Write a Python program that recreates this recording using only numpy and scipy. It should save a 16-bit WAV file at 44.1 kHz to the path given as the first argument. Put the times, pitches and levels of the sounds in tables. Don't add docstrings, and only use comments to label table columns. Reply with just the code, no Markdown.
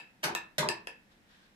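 import sys
import numpy as np
from scipy import signal
from scipy.fft import irfft
from scipy.io import wavfile

SR = 44100
rng = np.random.default_rng(int(sys.argv[2]) if len(sys.argv) > 2 else 0)


def gain_from_db(level_db):
    decades = np.asarray(level_db, float) / 20
    return 10 ** decades


def to_wav(sig):
    pcm = np.clip(np.atleast_2d(sig), -1, 1) * 32767
    pcm = np.round(pcm).astype(np.int16)
    wavfile.write(sys.argv[1], SR, pcm.T)


N = 68355
LEAD = 4410

# level in dB, click share in dB, singing share in dB, upper modes in dB.
CLACKS = [
    (-41, -4, 1.5, 0.5),
    (-29.5, 4, 5, 2),
    (-27, 2, 4.5, -2.5),
    (-38.5, -5, 2, 1.5),
]
CLACK_TIMES_S = np.array([-.02, .3501, .6879, .8714])


def rms_one(x):
    return x / np.sqrt(np.mean(x ** 2) + 1e-20)


def at_hz(points, hz):
    table_hz, value = np.array(points)[:, :2].T
    return np.interp(np.log(hz), np.log(table_hz), value)


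def bands():
    edges_hz = 22 * 2 ** np.arange(0, 9.6, .5)
    return [(np.sqrt(low * high), signal.butter(2, [low, high], "band", fs=SR, output="sos"))
            for low, high in zip(edges_hz, edges_hz[1:])]


def drift(rate_hz, size):
    r = np.exp(-2 * np.pi * rate_hz / SR)
    wander = signal.lfilter([1], [1, -2 * r, r * r], rng.standard_normal(size + SR))
    return rms_one(wander[SR:])


def stereo_noise(gain, size):
    # frequency in Hz, correlation from -1 to 1.
    likeness = [(30, .35), (60, .65), (140, .93), (300, .8), (640, .4), (1350, -.22), (2600, 0), (15000, 0)]
    out = 0
    white = rng.standard_normal((2, 2, size))
    for k, (hz, sos) in enumerate(bands()):
        mid, side = signal.sosfilt(sos, white[k % 2])
        alike = np.clip(at_hz(likeness, hz), -1, 1)
        pair = np.sqrt(1 + alike) * mid + np.sqrt(1 - alike) * side * [[1], [-1]]
        out = out + gain(hz) * pair
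    return out


def ring(clicks, hz, t60_s):
    r = gain_from_db(-60 / (t60_s * SR))
    w = 2 * np.pi * hz / SR
    return signal.lfilter([0, np.sin(w)], [1, -2 * r * np.cos(w), r * r], clicks + 1e-18)


def strike(hit_s, db, modes, spread_db):
    out = 0
    luck = rng.standard_normal((len(hit_s), len(modes)))
    for k, (hz, level_db, t60_s) in enumerate(modes):
        clicks = np.zeros(N + LEAD)
        clicks[(hit_s * SR).astype(int) + LEAD] = gain_from_db(db[:, k] + level_db + spread_db * luck[:, k])
        out = out + ring(clicks, hz, t60_s) * (-1) ** k
    return out


def high_pass(x, hz):
    return signal.sosfilt(signal.butter(3, hz, "high", fs=SR, output="sos"), x)


def reed():
    # start in s, peak in dB, rattle's 60 dB dying time in s.
    landings = [
        (0.228, -52.5, .05),
        (0.231, -32.5, 0.041),
        (.239, -24.5, 0.026),
        (0.2539, -40, 0.025),
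        (0.58, -62, 0.021),
        (0.582, -17, 0.02),
        (0.591, -42, 0.01),
        (0.6, -47, 0.013),
    ]
    # frequency in Hz, level in dB per Hz.
    reed_spectrum = [(180, -44), (300, 13.5), (571, -2.5), (1370, 12), (4570, 7.5), (6460, 2), (8420, -1.5),
                     (14300, -7), (15500, -33)]
    level_db, clicks_per_s, spread_db = 1.5, 4000, 1
    t = np.arange(-LEAD, N) / SR
    envelope = 0
    for start_s, db, dying_s in landings:
        envelope = envelope + gain_from_db(db - 60 * np.maximum(t - start_s, 0) / dying_s) * (t >= start_s)
    size_db = spread_db * np.minimum(rng.exponential(1, len(t)), 3)
    size = gain_from_db(size_db) * rng.choice([-1, 1], len(t))
    clicks = rms_one(size * (rng.random(len(t)) < clicks_per_s / SR))
    shape = gain_from_db(at_hz(reed_spectrum, np.maximum(np.fft.rfftfreq(256, 1 / SR), 20)))
    colour = np.roll(irfft(shape), 16)[:128] * np.hanning(130)[1:-1] ** .25
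    colour = colour / np.linalg.norm(colour)
    return gain_from_db(level_db) * signal.lfilter(colour, 1, np.roll(clicks * envelope, -16))


def frame():
    # start in s, level in dB, beam pitch in Hz.
    knocks = [(.233, -31.5, 620), (.250, -36.5, 500), (.268, -37.5, 840), (.280, -32, 880),
              (.303, -33.5, 327), (.310, -48, 940), (.330, -41, 400), (.582, -27.5, 500),
              (0.597, -28.5, 330), (.607, -29.5, 585), (.622, -31, 450), (.628, -30, 980),
              (0.654, -32.5, 460), (.676, -30.5, 390), (.700, -37.5, 756)]
    # frequency in Hz, level in dB, t60 in s.
    frame_modes = [(94, -11, 0.07), (221, 6.5, 0.037), (271, -28, 0.017), (341.7, -0.5, 0.075),
                   (415.5, -1, 0.05), (500, 3, 0.02), (613.7, 0.5, 0.12), (737, 3.5, 0.027),
                   (863, 5, 0.027), (913, 7.5, 0.037), (1092, 10, 0.028), (1177, 10, 0.019),
                   (1594, 16, 0.011)]
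    level_db, width_oct = -6, 0.79
    start_s, db, beam_hz = np.transpose(knocks)
    octaves = np.log2(np.array(frame_modes)[:, 0] / beam_hz[:, None])
    mode_db = level_db + db[:, None] - 10 * (octaves / width_oct) ** 2
    return strike(start_s, mode_db, frame_modes, spread_db=3.5)


def upper_share(modes):
    hz = np.array(modes)[:, 0]
    return np.outer(np.array(CLACKS)[:, 3], (hz > 2300) & (hz < 2900))


def stick():
    # frequency in Hz, level in dB, t60 in s.
    stick_modes = [(480, -12, .02), (720, -11, .02), (980, -7, .02), (1300, -8, .015), (1760, -3, .025),
                   (2200, -6, .012), (2620, 0, .025), (3300, -6, .008), (3850, -7, .008), (4900, -5, .014),
                   (5700, -10, .006), (7600, -13, .006), (10500, -11, .005)]
    level_db, crack_db, crack_t60_s = 2, -3.0, 0.01
    db, click_db = np.transpose(CLACKS)[:2]
    since_s = np.arange(-LEAD, N) / SR - CLACK_TIMES_S[:, None]
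    burst_db = (db + click_db + crack_db)[:, None] - 60 * np.abs(since_s) / crack_t60_s
    burst = np.sum(gain_from_db(burst_db) * (since_s >= 0), axis=0)
    crack_band = signal.butter(2, [650, 11000], "band", fs=SR, output="sos")
    crack = signal.sosfilt(crack_band, burst * rng.standard_normal(N + LEAD))
    mode_db = level_db + db[:, None] + upper_share(stick_modes)
    return strike(CLACK_TIMES_S, mode_db, stick_modes, spread_db=3.4) + crack


def singing():
    # frequency in Hz, level in dB, t60 in s.
    lines = [(915, -16, .4), (958, -13, .4), (1045, -15, .35), (1700, -9, .35), (1742, -3, .35),
             (1787, 0, .35), (2426, -11, .3), (2505, -9, .3), (2580, -7, .33), (2614, -4, .33),
             (2686, -5, .33), (2783, -9, .25)]
    level_db, t60_scale = -14, .85
    db, _, sing_db, _ = np.transpose(CLACKS)
    modes = np.array(lines) * [1, 1, t60_scale]
    mode_db = level_db + (db + sing_db)[:, None] + upper_share(lines)
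    sides = []
    for lag_s in (.0033, .0021):
        arrival_s = CLACK_TIMES_S + lag_s
        first = strike(arrival_s, mode_db, modes, spread_db=1.5)
        second = strike(arrival_s + .0071, mode_db - 4, modes, spread_db=2.5)
        sides.append(first + second)
    return np.array(sides)[:, LEAD:]


def boom():
    # start in s, level in dB.
    thuds = [
        (.240, -43.5),
        (.585, -33.5),
        (0.641, -44.5),
    ]
    # frequency in Hz, level in dB, t60 in s.
    floor_modes = [(123, -14, 0.44), (146, 1, 0.21), (172.5, -2.5, 0.36)]
    start_s, db = np.transpose(thuds)
    rung = strike(start_s, np.outer(db, np.ones(len(floor_modes))), floor_modes, spread_db=2.0)
    return signal.sosfilt(signal.butter(2, [90, 260], "band", fs=SR, output="sos"), rung)[LEAD:]


def slide():
    # time in s, level in dB.
    strokes = [(0.98, -82), (1.006, -95), (1.014, -92), (1.046, -101), (1.122, -65.5), (1.232, -90),
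               (1.304, -64), (1.462, -67.5), (1.55, -81)]
    # frequency in Hz, level in dB per Hz.
    thread_spectrum = [(410, -30), (700, -12), (942, -16), (1010, -5), (1630, 1), (2070, -12), (2880, 1),
                       (12000, -29), (15600, -63), (22000, -120)]
    hum_hz, hum_width_hz, hum_db, hum_s, hum_span_s = 1625, 60, -76, 1.4, .11
    time_s, db = np.transpose(strokes)
    t = np.arange(N) / SR

    def hiss_gain(hz):
        return gain_from_db(at_hz(thread_spectrum, hz) - 23 * (hz < 600) + 0.67 * drift(27, N))

    hiss = rms_one(stereo_noise(hiss_gain, N))
    hum = rms_one(ring(rng.standard_normal((2, N)), hum_hz, 2.2 / hum_width_hz))
    swell = np.exp(-((t - hum_s) / hum_span_s) ** 4)
    return gain_from_db(np.interp(t, time_s, db, left=-110)) * hiss + gain_from_db(hum_db) * swell * hum


def room(x, place):
    # frequency in Hz, t60 in s.
    room_t60 = [(100, 0.43), (500, 0.33), (2000, 0.35), (5000, 0.21), (14000, 0.13)]
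    tail_db, fill_s = 2, 0.0013
    left_lag_s, pan_db, direct_db = place
    t = np.arange(SR // 2) / SR

    def decay(hz):
        t60_s = at_hz(room_t60, hz)
        return gain_from_db(-60 * t / t60_s) / np.sqrt(t60_s)

    tail = stereo_noise(decay, len(t)) * (1 - np.exp(-t / fill_s))
    tail = gain_from_db(tail_db) * tail / np.sqrt(np.sum(tail ** 2) / 2)
    side_db = direct_db + pan_db * np.array([[.5], [-.5]])
    direct = np.array([np.roll(x, round(left_lag_s * SR)), x]) * gain_from_db(side_db)
    reflected = signal.fftconvolve(tail, x[None], axes=1)[:, :len(x)]
    return (direct + reflected)[:, LEAD:]


def still(spectrum, db, patchy_db):
    def gain(hz):
        return gain_from_db(at_hz(spectrum, hz) + patchy_db * drift(21, N + LEAD))

    return gain_from_db(db) * rms_one(stereo_noise(gain, N + LEAD)[:, LEAD:])


def air():
    # frequency in Hz, level in dB per Hz.
    air_spectrum = [(350, -40), (600, -2), (915, -3), (1220, -10), (1320, -0.5), (8870, -21), (13900, -23),
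                    (15500, -33)]
    return still(air_spectrum, -68.5, patchy_db=0.24)


def rumble():
    # frequency in Hz, level in dB per Hz.
    rumble_spectrum = [(13, -49), (22, -6), (65, -9.5), (96, -12.5), (134, -11.5), (240, -3), (273, -13),
                       (335, -10), (700, -31), (910, -73), (1540, -120)]
    return still(rumble_spectrum, -67.5, patchy_db=0.0)


def scene():
    # left lag in s, left louder in dB, direct share in dB.
    reed_place = (.00025, .5, -3)
    frame_place = (.00012, 0, -2)
    stick_place = (.00029, 2, 5)
    loom = room(high_pass(reed(), 277), reed_place)
    loom = loom + room(high_pass(frame(), 92), frame_place)
    loom = loom + room(high_pass(stick(), 283), stick_place)
    loom = loom + singing() + boom()
    return loom + slide() + air() + rumble()


def low_pass(x):
    return signal.sosfilt(signal.butter(12, 15760, fs=SR, output="sos"), x)


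def record(dry):
    mix = signal.sosfilt(signal.cheby2(12, 24, 15100, fs=SR, output="sos"), dry)
    return low_pass(mix)


dry = scene()
out = record(dry)
to_wav(out)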